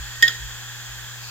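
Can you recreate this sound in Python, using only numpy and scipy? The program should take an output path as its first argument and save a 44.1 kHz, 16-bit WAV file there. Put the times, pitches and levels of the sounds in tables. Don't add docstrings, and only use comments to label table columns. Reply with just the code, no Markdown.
import sys
import numpy as np
from scipy import signal
from scipy.fft import rfft, irfft
from scipy.io import wavfile
from scipy.ndimage import uniform_filter1d, minimum_filter1d

SR = 44100
rng = np.random.default_rng(int(sys.argv[2]) if len(sys.argv) > 2 else 0)


def put_to_file(sound):
    columns = np.atleast_2d(sound).T
    safe = np.clip(columns, -1, 1)
    whole_steps = np.round(safe * 32767)
    wavfile.write(sys.argv[1], SR, whole_steps.astype(np.int16))


N = 57330
TIME_S = np.arange(N) / SR
BINS_HZ = np.maximum(np.fft.rfftfreq(N, 1 / SR), 1)

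# (time [s], crack [dB], metal [dB], clack [dB], arm tone [dB], crack tilt [dB/octave])
ARM_CONTACTS = [(0.2244, -13.5, -5, -1, -50, 4), (0.2265, -23, -1.5, -36, -4, -12),
                (0.2791, -25.5, -15, -4, -34, 5), (0.2812, -22, -14, -2.5, -25, -6.5),
                (0.289, -34, -46, -14, -26.5, -15), (0.2938, -30.5, -29, -24, -32.5, -19)]
# (frequency [Hz], level [dB], t60 [s], pan [dB])
ARM_MODES = [(1857.5, -5, 0.19, -10), (1864.7, -4, 0.13, -3.5), (1863, -30.5, 0.61, -12.5),
             (360, -32.5, 0.033, -21)]
METAL_MODES_HZ = [1500, 2590, 3071, 3180, 3265, 3419, 3566, 3913, 4940, 4996, 5431, 6620, 7115]
# (level [dB], t60 [s], pan [dB])
METAL_RINGING = [(-30, 0.048, 10), (-27, 0.069, 15), (-28, 0.18, 19), (-10.5, 0.075, -1), (-19, 0.064, -5),
                 (-25, 0.077, 19), (-21.5, 0.056, -27.5), (-32.5, 0.31, -6), (-16.5, 0.052, 18),
                 (-21, .09, 9), (-19.5, 0.11, 12.5), (-29.5, 0.046, 15), (-21.5, 0.085, 2)]
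# (frequency [Hz], level [dB], t60 [s], pan [dB])
STOP_MODES = [(1522, -31, 0.075, 2), (3397, -6, 0.016, 8), (3890, -25.5, 0.037, -17),
              (4970, -14.5, 0.02, 12), (5246, -16, 0.019, -9), (7100, -27, 0.02, -6),
              (12440, -32, 0.013, -2), (14800, -27, .015, -3)]
# (frequency [Hz], relative density [dB])
CRACK_SPECTRUM = [(200, -23), (500, -19.5), (800, -38), (1150, -15.5), (1550, -1.5), (2300, -6.5),
                  (3350, 0), (4200, -16), (5100, -2), (7200, 0.5), (8100, -11), (10500, -16.5), (12500, -8),
                  (15500, -12.5)]
# (frequency [Hz], relative density [dB])
ROOM_SPECTRUM = [(200, -18), (500, -4.5), (800, -32), (1800, 12), (2400, -9), (3300, 8), (4300, -0.5),
                 (7100, -8.5), (8500, -25), (15000, -15)]
# (frequency [Hz], relative density [dB])
HISS_SPECTRUM = [(100, 0), (200, -7), (270, -13.5), (680, -6.5), (820, 1), (950, -0.5), (1400, 0.5),
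                 (2100, -7), (4000, 1.5), (5800, -2), (7700, -8.5), (8600, -13), (11000, -18), (12200, -6),
                 (13400, -12.5), (14800, -6.5), (16000, -16)]
RESONANCE_TIMES_S = [0, .27, .52, 1.15, 1.24]
# (frequency [Hz], width [Hz], pan [dB], level at each of five breakpoints [dB])
RESONANCES = [(1650, 268, -5, -42.5, -45.5, -43.5, -44, -47), (1857, 37, -10.5, -55, -38, -59, -55, -64),
              (2596, 250, 2.5, -48, -50, -49.5, -52.5, -45.5),
              (3296, 390, 5, -44.5, -45.5, -44, -45.5, -53.5), (4600, 720, 3.5, -49, -46, -55, -64, -42.5),
              (6390, 370, 3, -53.5, -48, -49, -50, -49.5), (7090, 546, -5, -44, -44, -45, -47, -47.5)]
# (frequency [Hz], rms level [dB], pan [dB])
HUM_LINES = [(120.3, -44, 6), (200.5, -67, 2), (361, -68.5, 9.5), (494, -69.5, 4.5)]
# (time [s], level [dB])
RUMBLE_LEVELS = [(0.03, -39), (0.106, -48), (0.132, -60), (0.16, -46), (0.322, -73), (0.354, -46.5),
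                 (0.454, -31.5), (0.492, -50), (0.514, -42), (0.712, -60.5), (0.97, -44), (0.998, -53),
                 (1.034, -48.5), (1.3, -67)]
# (frequency [Hz], relative density [dB])
RUMBLE_SPECTRUM = [(20, -34), (35, -8), (56, 18), (70, 10), (95, -31), (200, -38), (500, -63)]
# (frequency [Hz], coherence [0..1])
EAR_COHERENCE = [(60, 0.89), (300, 0.63), (950, 0.65), (1700, 1), (2500, 0.52), (3300, 0.9), (5000, 0.32),
                 (6500, 0.22), (7300, 0.61), (8600, 1), (15000, 0.87)]
# (frequency [Hz], phase [rad])
EAR_LEAD = [(60, -0.5), (120, 0.63), (300, 0.5), (900, -0.36), (1850, 1.0), (2350, 1.5), (2650, 4),
            (3200, 0.53), (3500, 1.23), (3900, 2.5), (5200, 3.5), (6500, 2), (7000, 0.54), (9000, 0)]


def arm_clicks():
    metal_modes = [(hz, *row) for hz, row in zip(METAL_MODES_HZ, METAL_RINGING)]
    radiation_hz = 1170
    highpass = signal.butter(3, radiation_hz, "high", fs=SR, output="sos")
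    out = np.zeros((2, N))
    for start_s, crack_db, metal_db, clack_db, tone_db, tilt_db_per_octave in ARM_CONTACTS:
        crack = from_db(crack_db) * contact_crack(start_s, tilt_db_per_octave)
        metal = from_db(metal_db) * ring(metal_modes, start_s, attack_s=0.0012)
        clack = from_db(clack_db) * ring(STOP_MODES, start_s, attack_s=0.00075)
        tone = from_db(tone_db) * ring(ARM_MODES, start_s, attack_s=0.0013)
        out += crack + signal.sosfilt(highpass, metal + clack) + tone
    return out


def contact_crack(start_s, tilt_db_per_octave):
    octaves = np.log2(np.maximum(BINS_HZ, 1000) / 4000)
    crack = stereo_noise(from_db(over_bins(CRACK_SPECTRUM) + tilt_db_per_octave * octaves))
    crack *= strike_envelope(start_s, attack_s=0.00026, t60_s=0.025)
    tail = stereo_noise(from_db(over_bins(ROOM_SPECTRUM)))
    tail *= strike_envelope(start_s, attack_s=0.0047, t60_s=0.41)
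    return crack + from_db(-11) * tail


def ring(modes, start_s, attack_s):
    out = np.zeros((2, N))
    for hz, level_db, t60_s, pan_db in modes:
        envelope = strike_envelope(start_s, attack_s, t60_s)
        out += from_db(level_db) * pan(pan_db) * envelope * stereo_sine(hz, start_s)
    return out


def platter_air_and_arm_ring():
    out = from_db(-41.5) * stereo_noise(from_db(over_bins(HISS_SPECTRUM)))
    for hz, width_hz, pan_db, *levels_db in RESONANCES:
        detuning = (BINS_HZ - hz ** 2 / BINS_HZ) / (1.65 * width_hz)
        resonance = stereo_noise(1 / (1 + detuning ** 2))
        level_db = np.interp(TIME_S, RESONANCE_TIMES_S, levels_db)
        out += from_db(level_db) * pan(pan_db) * resonance
    return out


def motor_hum():
    return sum(np.sqrt(2) * from_db(rms_db) * pan(pan_db) * stereo_sine(hz, start_s=rng.random())
               for hz, rms_db, pan_db in HUM_LINES)


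def rumble():
    level_db = np.interp(TIME_S, *np.transpose(RUMBLE_LEVELS))
    return from_db(level_db) * pan(1.5) * stereo_noise(from_db(over_bins(RUMBLE_SPECTRUM)))


def strike_envelope(start_s, attack_s, t60_s):
    age_s = np.maximum(TIME_S - start_s, 0)
    return (1 - np.exp(-age_s / attack_s)) * from_db(-60 * age_s / t60_s)


def stereo_noise(bin_gains):
    mid, side = rfft(rng.standard_normal((2, N)))
    coherence = np.clip(over_bins(EAR_COHERENCE), -1, 1)
    mid *= np.sqrt(1 + coherence)
    side *= np.sqrt(1 - coherence)
    spectrum = bin_gains * np.array([mid + side, mid - side])
    spectrum[1] *= np.exp(-1j * over_bins(EAR_LEAD))
    noise = irfft(spectrum, N)
    return noise / np.sqrt(np.mean(noise ** 2))


def stereo_sine(hz, start_s):
    lead_rad = np.interp(hz, BINS_HZ, over_bins(EAR_LEAD))
    return np.sin(2 * np.pi * hz * (TIME_S - start_s) - np.array([[0], [lead_rad]]))


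def over_bins(points):
    hz, values = np.transpose(points)
    return np.interp(np.log(BINS_HZ), np.log(hz), values)


def pan(db):
    return from_db(np.array([[db], [-db]]) / 2)


def from_db(db):
    return 10 ** (np.asarray(db) / 20)


def scene():
    return arm_clicks() + platter_air_and_arm_ring() + motor_hum() + rumble()


def record(dry):
    limiter_s, cutoff_hz = 0.00097, 16400
    span = int(limiter_s * SR)
    allowed_gain = 1 / np.maximum(np.abs(dry), 1)
    gain = uniform_filter1d(minimum_filter1d(allowed_gain, span), span)
    lowpass = signal.cheby2(20, 70, cutoff_hz, fs=SR, output="sos")
    return signal.sosfilt(lowpass, gain * dry)


dry = scene()
out = record(dry)
put_to_file(out)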